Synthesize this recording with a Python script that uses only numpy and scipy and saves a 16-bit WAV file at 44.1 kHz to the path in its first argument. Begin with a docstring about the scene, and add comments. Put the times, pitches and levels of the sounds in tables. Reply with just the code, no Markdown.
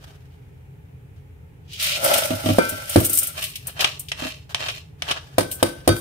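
"""Rice poured from a mesh strainer

Rice slides out of a plastic mesh strainer into a pot on a stove in a small kitchen. Grains rush as bunched
impacts and drum on the resonant pot; clumps land and the frame knocks the pot, as decaying modes. Each clump
also thumps the stove low. Fingers flick the frame, with one soft thud (noise bursts), and rub the mesh (impacts
through its resonances) to free the last grains, then come three firm taps on the rim. A low hum of resonated
noise goes on underneath."""
import sys
import numpy as np
from scipy import signal
from scipy.fft import rfft, irfft
from scipy.io import wavfile
from scipy.ndimage import uniform_filter1d

SR = 44100
rng = np.random.default_rng(int(sys.argv[2]) if len(sys.argv) > 2 else 0)


def inscribe(sig):
    """Save sig as 16-bit PCM at rate SR to the path in sys.argv[1].

    A 1-D sig is mono; a 2-D sig holds one channel per row.
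    Samples are clipped to [-1, 1] before scaling.
    """
    pcm = np.round(np.clip(np.atleast_2d(sig).T, -1, 1) * 32767)
    wavfile.write(sys.argv[1], SR, pcm.astype(np.int16))


N = 264644
T = np.arange(N) / SR
RING = T[:SR]  # time axis of a single blow, one second long

# All levels in the tables are relative; the functions set the balance between the parts of a sound.
# flow of rice over the lip of the strainer: start_s, level_db
FLOW = [(1.66, -59.5), (1.735, -33), (1.782, -38.5), (1.81, -27), (1.899, -25.5), (1.99, -35),
        (2.049, -24.5), (2.14, -24), (2.221, -27), (2.3, -34), (2.43, -36.5), (2.48, -31), (2.66, -36.5),
        (2.86, -39.5), (2.93, -31), (3.08, -38.3), (3.27, -36.5), (3.34, -50)]
# the first grains drop at FALL_S; the full stream finds the bare pot floor at LAND_S
FALL_S, LAND_S, LAND_DB_PER_S = 1.80, 2.046, 173
# the growing bed of rice muffles the floor quickly, the wall slowly
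FLOOR_MUFFLE_DB_PER_S, WALL_MUFFLE_DB_PER_S = 19, 12
# grains cushion each other, so the drumming grows only as this power of the flow
CUSHION_POWER = 0.7
# pot floor under the stream: pitch_hz, width_hz, level_db
FLOOR_RESONANCES = [(150, 76, -25.5), (284, 200, -10), (554, 16, -14), (588.7, 36, 1.5), (636, 43, -6),
                    (797, 53, -7.5)]
# pot wall under the stream: pitch_hz, width_hz, level_db
WALL_RESONANCES = [(1372, 54, 2.5), (1479, 31, -2.5), (1550, 99, -12), (2085, 77, -4)]

# the load slips as a whole when the first grains drop: start_s, hold_s, t60_s, level_db
SLIP = (1.82, 0.15, 0.1, -26)
# layers of grains peel off the mesh: start_s, hold_s, t60_s, level_db
PEELS = [(2.92, 0.097, .2, -34.5), (3.048, 0.2, 0.11, -27), (3.428, 0.042, 0.52, -39),
         (5.516, .015, 0.23, -32.5), (5.966, 0.0071, 0.23, -33)]
# spurts of grains spring off the mesh: start_s, burst_db, brush_db
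SPURTS = [(1.7324, -34, -30), (1.7987, -38, -18.5), (1.8268, -13.5, -25), (2.0428, -7.5, -28),
          (2.1399, -8.5, -16.5), (2.182, -10.5, -39), (2.693, -13, -39), (2.8948, -14, -45),
          (3.002, -12, -52), (3.0487, -9.5, -24), (3.0963, -9.5, -41.5), (3.1313, -7, -40),
          (3.1512, -11, -43), (3.1738, -5, -27.5), (3.1865, -3.5, -43), (3.231, -10, -39),
          (3.271, -13.5, -45), (3.4259, -19.5, -22.5), (3.4398, -16.5, -21), (3.5566, -22.5, -23.5),
          (3.6704, -16, -51), (3.807, -16.5, -10), (3.995, -17.5, -57), (4.0854, -34, -26.5),
          (5.5148, -16.5, -27.5)]
SPURT_T60_S, SPURT_PAN_DB = 0.079, 2.5  # pan: left minus right, shared with the peeling

# fingers rub the mesh: start_s, hold_s, t60_s, rubbing_db, loosened_grains_db, frame_flex_db
STROKES = [(3.385, 0.0087, 0.57, -31.5, -36.5, -32.5), (3.682, 0.016, 0.1, -44.5, -49, -42),
           (3.808, 0.042, 0.38, -28, -40, -24.5), (4.202, 0.075, 0.33, -32, -44.5, -33),
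           (4.602, .1, 0.19, -32.5, -47.5, -34), (4.759, 0.021, 0.12, -37.5, -50, -45.5),
           (5.097, 0.026, 0.084, -29, -44, -25.5), (5.173, 0.0085, 0.059, -38.5, -64, -31)]
# a push builds up at this rate; the frame relaxes in this share of the time that the mesh takes
PRESS_DB_PER_S, FLEX_SHARE = 479, 0.33
# resonances of the taut mesh and its frame: pitch_hz, width_hz, level_db
MESH_RESONANCES = [(622, 26.1, -5), (1120, 63, -9.5), (1210, 230, -11.5), (1906, 330, -9.5),
                   (2443, 99, -1.5), (2668, 74, 5), (2870, 134, -2.5), (3140, 53, 0), (3760, 120, -5),
                   (4250, 120, -2.5), (5000, 300, -12)]
# fingernail flicks and a soft thud (the first row) on the frame: start_s, level_db, t60_s
FLICKS = [(3.793, -22.5, 0.1), (3.8444, -2, 0.021), (4.117, -13, 0.03), (4.546, -5.5, 0.015),
          (4.685, -17.5, 0.057), (5.021, -11.5, 0.018), (5.085, -22, 0.067), (5.111, -10.5, 0.033),
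          (5.114, -14, 0.02)]

# the strainer hits the pot: start_s, frame_db, contact_corner_hz, stove_thump_db, crack_db, pot_ring_db,
# place (0 wall to 1 rim), ring_length (factor on the decay of frame, chatter and stove)
KNOCKS = [(2.585, -1.5, 1214, -44, -20, -20, 0, 0.51), (2.959, 4, 425, -35, -16, -43, 0.078, 0.37),
          (2.969, 2.5, 199, 0, -41, -62, 0, 0.47), (5.382, -8, 1170, -18.5, -12, -34, 0.98, 0.95),
          (5.627, -9, 1410, -20, -12.5, -35, 0.9, 0.91), (5.876, -7, 1100, -15, -10.5, -32.5, 0.61, 0.77),
          (5.890, -7, 480, -5.5, -22, -29, 0.93, 0.84)]
# modes of the strainer frame, t60 before the ring_length factor: pitch_hz, level_db, t60_s
FRAME_MODES = [(239, -20, 0.2), (291, -5, 0.094), (335.7, -6, 0.19), (407, -5.5, 0.08), (521, 2, 0.074),
               (580.4, -8.5, 0.13), (631, 5, 0.032), (766, -7, 0.012), (996, -18.5, .1), (1277, -16, 0.11)]
# modes of the pot wall: pitch_hz, wall_struck_db, rim_struck_db, t60_s
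POT_MODES = [(917, -6, -22, 0.3), (1263, -19.5, 2, 0.21), (1357, -1, -12, .7), (1519, -6, 2.5, 0.33),
             (1543.4, -3.5, -2.5, 0.75), (2090, -12.5, -12, 0.41), (2200, -15, -24, 0.25),
             (2363, -7.5, -15, 0.49), (3280, -20, -11.5, 0.75), (3700, -20.5, 4, 0.27),
             (4840, -20.5, -14, .15), (4728, -12, 4.5, 0.15), (6040, -26.5, -4.5, 0.29)]
# modes of the stove, t60 before a length factor: pitch_hz, level_db, t60_s
STOVE_MODES = [(57, -18, .3), (104, 0, .27), (122, -8, .15), (138, -8, .14), (172, -7, .16)]
# clumps of rice land on the pot floor and thump the stove: # start_s, floor_db, stove_thump_db
CLUMPS = [(2.305, -16.5, -24), (2.333, -25.5, -22), (2.440, -26, -26), (2.459, -14.5, -18),
          (2.488, -12.5, -20.5), (2.501, -13.5, -33.5), (2.508, -25, -13), (2.722, -28.5, -25),
          (3.004, -20.5, -17.5), (4.221, -26, -61), (4.252, -27, -58.5)]
# modes of the loaded pot floor: pitch_hz, level_db, t60_s
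FLOOR_MODES = [(172, -3, 0.062), (258.6, 2, 0.098), (292.7, -1.5, .11), (536, -3, 0.043), (633.6, 1, 0.089),
               (741, -12, 0.089), (1184, -10.5, .06)]

# the hand shifts its grip: start_s, level_db
GRIPS = [(.04, -53.5), (.068, -56), (1.158, -58), (4.492, -43.5), (5.596, -42)]
# the load settles at first; later the hand keeps turning the empty strainer
SETTLE_DB, SETTLE_DB_PER_S, TURN_S, TURN_DB = -60, 30, 5.0, -55

# spectrum of grains pattering on each other: pitch_hz, level_db
PATTER_SPECTRUM = [(900, -13), (2500, 3), (4500, -1), (5200, 1.5), (7400, -3.5), (8600, 4), (10500, -0.5),
                   (14500, 0), (16000, -12.5)]
# spectrum of grains sliding over the mesh: pitch_hz, level_db
SLIDE_SPECTRUM = [(500, -26), (1100, -31), (2000, -7.5), (2900, 4), (4000, -1.5), (6000, -6),
                  (10000, -18.5)]
# spectrum of grains springing off the mesh: pitch_hz, level_db
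SPURT_SPECTRUM = [(3000, -33), (5500, -12.5), (7400, -7.5), (8700, 3.5), (10800, -3.5), (13000, 1),
                  (15000, -3.5), (16500, -11)]
# spectrum of threads catching: pitch_hz, level_db
RUBBING_SPECTRUM = [(800, -40.5), (1500, -16), (2100, 3), (2900, 9), (4500, 2), (6300, -3), (7600, -5.5),
                    (14000, -44)]
# spectrum of the flexing frame: pitch_hz, level_db
FLEX_SPECTRUM = [(150, -18.5), (330, -6), (480, -4.5), (650, 2), (900, -2), (1200, -3.5), (1700, -1.5),
                 (3000, -43)]
# spectrum of flicks and a soft thud on the frame, also of a clump's scatter: pitch_hz, level_db
FLICK_SPECTRUM = [(150, -15), (400, -10), (650, 0), (1300, -10), (3100, 4.5), (4500, -9.5), (5800, -7.5),
                  (7500, -18), (9000, -14), (15000, -31.5)]
# spectrum of the contact tick and grain rattle of a knock: pitch_hz, level_db
CRACK_SPECTRUM = [(300, -7), (800, 7), (1500, -2.5), (2500, -1), (5000, -4), (7400, -10.5), (8800, 2),
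                  (11000, -6.5), (15000, -11)]
# spectrum of the loose pan support chattering under a blow: pitch_hz, level_db
CHATTER_SPECTRUM = [(85, -15), (125, 0.5), (200, 3), (340, 11), (440, -9), (560, -9), (800, -23),
                    (1600, -16), (4000, -53.5)]

# echoes from the pot, worktop and tiles: left_delay_s, right_delay_s, level_db
ECHOES = [(.0013, .0017, -9), (.0031, .0026, -9), (.0052, .0058, -11), (.0083, .0074, -13)]
# small surfaces reflect mainly short waves: pitch_hz, level_db
ECHO_SPECTRUM = [(700, -9), (1800, -6.5), (6000, -4), (15000, -5.5)]
# reverberation time of the room: pitch_hz, t60_s
ROOM_T60 = [(200, 0.5), (1500, 0.29), (5000, 0.4), (12000, 0.42)]
# spectrum of the room's answer: pitch_hz, level_db
ROOM_SPECTRUM = [(100, -2), (350, -4.5), (1500, -3), (6000, -1.5), (14000, -5.5)]
# spectrum of the soft air noise: pitch_hz, level_db
AIR_SPECTRUM = [(15, -75), (25, -29), (53, -9.5), (74, -5.5), (137, -6), (212, -26), (270, -23), (373, -30),
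                (405, -20.5), (624, -37), (840, -31.5), (1070, -42.5), (2410, -40), (4610, -55.5),
                (16000, -52.5)]
AIR_DB, HUM_DB = -46.5, -46.5
# hum of the stove and fan: pitch_hz, width_hz, level_db
HUM_RESONANCES = [(83.3, 8, 0), (133.5, 7, 0.5), (155.3, 8, -3), (274.4, 10, -16), (404, 26, -14.5)]
# difference between the two microphones: pitch_hz, side_minus_mid_db
WIDTH = [(60, -17), (170, -15), (380, -0.5), (700, -1.5), (1290, 4), (2400, 1), (15000, -0.5)]
TOP_HZ = 15600


def pour():
    """Granular flow: one flow drives sliding, patter and drumming, until the bed of rice damps the pot."""
    s, db = np.transpose(FLOW)
    flow = undb(np.interp(T, s, db)) * swell(s[0], s[-1] - s[0], t60=0.35)
    dropping = flow * swell(FALL_S, s[-1] - FALL_S, t60=0.3)
    early_db = LAND_DB_PER_S * np.minimum(T - LAND_S, 0)
    bed_s = np.maximum(T - LAND_S, 0)
    # the constant terms are stray grains that reach the pot at any time
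    on_floor = undb(early_db - FLOOR_MUFFLE_DB_PER_S * bed_s) + undb(-30)
    on_wall = undb(early_db - WALL_MUFFLE_DB_PER_S * bed_s) + undb(-8.5)

    falling = tint(grains(rate=3500, scatter_db=3.0, bunch_rate=150, bunch_db=2.5), PATTER_SPECTRUM)
    sliding = tint(grains(rate=2500, scatter_db=3.0, bunch_rate=81, bunch_db=2.0), SLIDE_SPECTRUM)
    landing = grains(rate=1200, scatter_db=4, bunch_rate=56, bunch_db=3.0)
    drumming = undb(-3.5) * on_floor * resonate(landing, FLOOR_RESONANCES)
    drumming = drumming + undb(-12.5) * on_wall * resonate(landing, WALL_RESONANCES)

    slide = undb(-4.0) * flow * sliding
    patter = dropping * (undb(-2.5) + undb(early_db - 11.5)) * falling
    return slide + patter + dropping ** CUSHION_POWER * drumming


def slipping():
    """Static friction gives way: the load breaks loose and rasps across the threads of the mesh."""
    s, hold, t60, db = SLIP
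    catches = grains(rate=1800, scatter_db=2.0, bunch_rate=100, bunch_db=0.5)
    rasp = tint(catches, RUBBING_SPECTRUM) + undb(-12) * resonate(catches, MESH_RESONANCES)
    return undb(db) * swell(s, hold, t60) * rasp


def peeling():
    """Loss of adhesion: layers of grains let go of the mesh in a crisp, uneven crackle."""
    crackle = tint(grains(rate=4000, scatter_db=3.0, bunch_rate=53, bunch_db=5.0), SPURT_SPECTRUM)
    release = sum(undb(db) * swell(s, hold, t60) for s, hold, t60, db in PEELS)
    return pan(release * crackle, db=SPURT_PAN_DB)


def spurts():
    """Sudden release: a pinch of grains lets go in a crisp burst with a duller brush of the mesh."""
    out = np.zeros((2, N))
    for s, burst_db, brush_db in SPURTS:
        burst = undb(burst_db - 6.0) * noise(SPURT_SPECTRUM, size=SR)
        brush = undb(brush_db - 3.5) * noise(SLIDE_SPECTRUM, size=SR)
        add(out, s - 0.001, (burst + brush) * fade(SPURT_T60_S, rise=0.00079))
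    return pan(out, db=SPURT_PAN_DB)


def rubbing():
    """Stick and slip: fingers catch on threads and ring the mesh; the frame flexes and grains come loose."""
    rub = loose = flex = 0
    for s, hold, t60, rub_db, loose_db, flex_db in STROKES:
        push = swell(s, hold, t60)
        rub = rub + undb(rub_db) * push
        loose = loose + undb(loose_db) * push
        flex = flex + undb(flex_db) * swell(s, hold, t60 * FLEX_SHARE)
    catches = grains(rate=800, scatter_db=2.5, bunch_rate=87, bunch_db=2.0)
    crumbs = grains(rate=1500, scatter_db=1.5, bunch_rate=250, bunch_db=2.5)
    rasp = undb(-1.0) * tint(catches, RUBBING_SPECTRUM) + undb(-5.5) * resonate(catches, MESH_RESONANCES)
    flexing = undb(-2.5) * flex * tint(catches, FLEX_SPECTRUM)
    loosened = undb(2.0) * loose * tint(crumbs, PATTER_SPECTRUM)
    return rub * rasp + flexing + loosened


def flicks():
    """Impulsive excitation: fingernail flicks and a soft thud on the frame, as bursts with a faint tail."""
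    out = np.zeros((2, N))
    for s, db, t60 in FLICKS:
        contact = fade(t60, rise=0.00028)
        rustle = undb(-16.0) * fade(0.1, rise=0.0045)
        add(out, s, undb(db - 2.5) * noise(FLICK_SPECTRUM, size=SR) * (contact + rustle))
    return out


def knocks():
    """Modal impact: the strainer strikes the pot, frame and wall ring, the stove thumps and chatters."""
    out = np.zeros((2, N))
    for s, frame_db, corner_hz, thump_db, crack_db, ring_db, place, length in KNOCKS:
        # a soft contact weakens the modes above its corner; a firm grip shortens them
        frame_modes = [(hz, db - 10 * np.log10(1 + (hz / corner_hz) ** 4), t60 * length)
                       for hz, db, t60 in FRAME_MODES]
        frame = ring(frame_modes, rise=0.0008)
        chatter = undb(-11.5) * noise(CHATTER_SPECTRUM, size=SR) * fade(0.26 * length, rise=0.0034)
        # on the rim the frame stays in touch and roughens the ring; the wall rings freely
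        pot_modes = [(hz, np.interp(place, [0, 1], [wall, rim]), t60) for hz, wall, rim, t60 in POT_MODES]
        pot = ring(pot_modes, rise=0.00054) * undb(2.5 * place * walk(70)[:SR])
        # a sharp tick of contact, then the grains left in the mesh rattle on unevenly
        tick = undb(6.0) * fade(0.018, rise=0.001)
        rattle = undb(-10 + 4.3 * walk(160)[:SR]) * fade(0.21, rise=0.0031)
        crack = noise(CRACK_SPECTRUM, size=SR) * (tick + rattle)
        blow = undb(frame_db) * (frame + chatter) + undb(ring_db) * pot
        add(out, s, blow + undb(crack_db) * crack + undb(thump_db) * thump(length))
    return pan(out, db=0.5)


def clumps():
    """Inelastic impact: clumps of rice land on the pot floor, each with a low thump of the stove."""
    out = np.zeros((2, N))
    floor, stove = ring(FLOOR_MODES, rise=0.0027), thump(length=0.91)
    for s, floor_db, thump_db in CLUMPS:
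        # a short scatter of grains goes with the ring of the floor
        scatter = undb(-9.0) * noise(FLICK_SPECTRUM, size=SR) * fade(0.052, rise=0.00057)
        add(out, s, undb(floor_db) * (floor + scatter) + undb(thump_db) * stove)
    return out


def thump(length):
    """Inertia: the heavy stove takes up a blow slowly and radiates weakly below its lowest mode."""
    swing = ring([(hz, db, t60 * length) for hz, db, t60 in STOVE_MODES], rise=0.0069)
    return signal.sosfilt(signal.butter(2, 48, "high", fs=SR, output="sos"), swing)


def handling():
    """Light friction: mesh and frame rustle and creak faintly in the hand, more at each shift of grip."""
    level = undb(SETTLE_DB - SETTLE_DB_PER_S * T) + undb(TURN_DB) * swell(TURN_S, hold=1, t60=0.3)
    shifts = np.zeros((1, N))
    for s, db in GRIPS:
        add(shifts, s, undb(db) * fade(t60=0.19, rise=0.0024))
    catches = grains(rate=2300, scatter_db=2.5, bunch_rate=60, bunch_db=4.0)
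    rustle = undb(-1.5) * tint(catches, SLIDE_SPECTRUM) + undb(-10.5) * tint(catches, PATTER_SPECTRUM)
    creak = undb(-0.5) * tint(catches, FLEX_SPECTRUM)
    return (level + shifts) * (rustle + creak)


def echoes(dry):
    """Early reflection: delayed copies from hard surfaces comb the treble differently left and right."""
    out, bright = np.zeros((2, N)), colour(dry, ECHO_SPECTRUM)
    for left_s, right_s, db in ECHOES:
        add(out[:1], left_s, undb(db) * bright[0])
        add(out[1:], right_s, undb(db) * bright[1])
    return out


def room(dry):
    """Reverberation: tiles and worktop answer with a dense tail whose decay time depends on frequency."""
    tail, hz = noise(ROOM_SPECTRUM, size=SR), np.transpose(ROOM_T60)[0]
    spectrum, f = rfft(tail), np.fft.rfftfreq(SR, 1 / SR)
    answer = 0
    # overlapping bands, each with its own decay
    for share, (_, t60) in zip(np.eye(len(hz)), ROOM_T60):
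        answer = answer + irfft(spectrum * np.interp(f, hz, share), SR) * fade(t60, rise=0.0029)
    return signal.fftconvolve(dry, answer / np.sqrt(np.sum(answer ** 2) / 2), axes=1)[:, :N]


def kitchen():
    """Resonated noise: a wavering low hum over soft air noise."""
    hum = resonate(stereo(rng.standard_normal((2, N))), HUM_RESONANCES)
    air = noise(AIR_SPECTRUM, size=N) * undb(0.44 * walk(1))
    return undb(AIR_DB) * air + undb(HUM_DB) * hum


def grains(rate, scatter_db, bunch_rate, bunch_db):
    """Shot noise: tiny impacts, rate per second on average, of uneven size and in bunches."""
    hit = rng.random((2, N)) < rate / SR
    size = undb(scatter_db * np.minimum(rng.exponential(size=(2, N)), 4))
    sign = rng.choice([-1, 1], (2, N))
    return unit(stereo(hit * size * sign) * undb(bunch_db * walk(bunch_rate)))


def ring(modes, rise):
    """Modal superposition: decaying sines with a phase skew between the microphones set by WIDTH."""
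    out = 0
    for k, (hz, db, t60) in enumerate(modes):
        side_share = undb(np.interp(hz, *np.transpose(WIDTH)))
        skew = (-1) ** k * np.arctan(side_share) * np.array([[1], [-1]])
        out = out + undb(db) * fade(t60, rise) * np.sin(2 * np.pi * hz * RING + skew)
    return out


def resonate(x, peaks):
    """Parallel resonance: each peak is filtered twice for steep flanks (each pass is 2 widths wide)."""
    out = 0
    for hz, width, db in peaks:
        b, a = signal.iirpeak(hz, hz / width / 2, fs=SR)
        once = signal.lfilter(b, a, x)
        out = out + undb(db) * unit(signal.lfilter(b, a, once))
    return unit(out)


def swell(s, hold, t60):
    """Envelope of a push: it builds up to time s, holds, then decays by 60 dB in t60."""
    build = undb(PRESS_DB_PER_S * np.minimum(T - s, 0))
    return build * np.exp(-np.log(1000) * np.maximum(T - s - hold, 0) / max(t60, 1e-3))


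def fade(t60, rise):
    """Exponential damping: a quick rise, then a decay of 60 dB in t60."""
    return (1 - np.exp(-RING / max(rise, 1e-5))) * np.exp(-np.log(1000) * RING / max(t60, 1e-3))


def walk(rate):
    """Random modulation: levels held 1 / rate s and slewed; spread near 1."""
    k = int(SR / rate)
    steps = np.repeat(rng.standard_normal(N // k + 1), k)
    return 1.2 * uniform_filter1d(steps, k)[:N]


def noise(points, size):
    """Filtered randomness: coloured stereo noise of rms 1."""
    return tint(stereo(rng.standard_normal((2, size))), points)


def stereo(pair):
    """Mid and side: two unrelated signals become left and right, alike in the bass."""
    side = colour(pair[1], WIDTH)
    return np.array([pair[0] + side, pair[0] - side])


def tint(x, points):
    """Spectral shaping at constant power: colour, then scale to rms 1."""
    return unit(colour(x, points))


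def colour(x, points):
    """Linear filtering by a spectrum of (Hz, dB) points that falls away below its first point."""
    hz, db = np.transpose(points)
    f = np.fft.rfftfreq(x.shape[-1], 1 / SR) + 1
    gain = undb(np.interp(np.log(f), np.log(hz), db)) * np.minimum(f / hz[0], 1) ** 2
    return irfft(rfft(x) * gain, x.shape[-1])


def pan(x, db):
    """Level difference: make the left louder than the right by db."""
    return x * undb([[db / 2], [-db / 2]])


def add(out, s, sound):
    """Superposition: mix a sound in at time s."""
    i = int(s * SR)
    out[:, i:i + sound.shape[-1]] += sound[..., :N - i]


def undb(db):
    """Decibel scale: amplitude gain of a level in dB."""
    return 10 ** (np.asarray(db) / 20)


def unit(x):
    """Power normalisation: scale to rms 1."""
    return x / np.sqrt(np.mean(x ** 2))


def scene():
    """Superposition of everything at the pot, its echoes and the kitchen around it."""
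    rice = pour() + slipping() + peeling() + spurts() + clumps()
    strainer = rubbing() + flicks() + knocks() + handling()
    near = rice + strainer
    return near + echoes(near) + undb(-12.5) * room(near) + kitchen()


def record(dry):
    """Limited range and bandwidth: peaks beyond full scale are clipped and the top is cut at TOP_HZ."""
    low_pass = signal.ellip(10, 0.2, 85, TOP_HZ, fs=SR, output="sos")
    return signal.sosfilt(low_pass, np.clip(dry, -1, 1))


dry = scene()
out = record(dry)
inscribe(out)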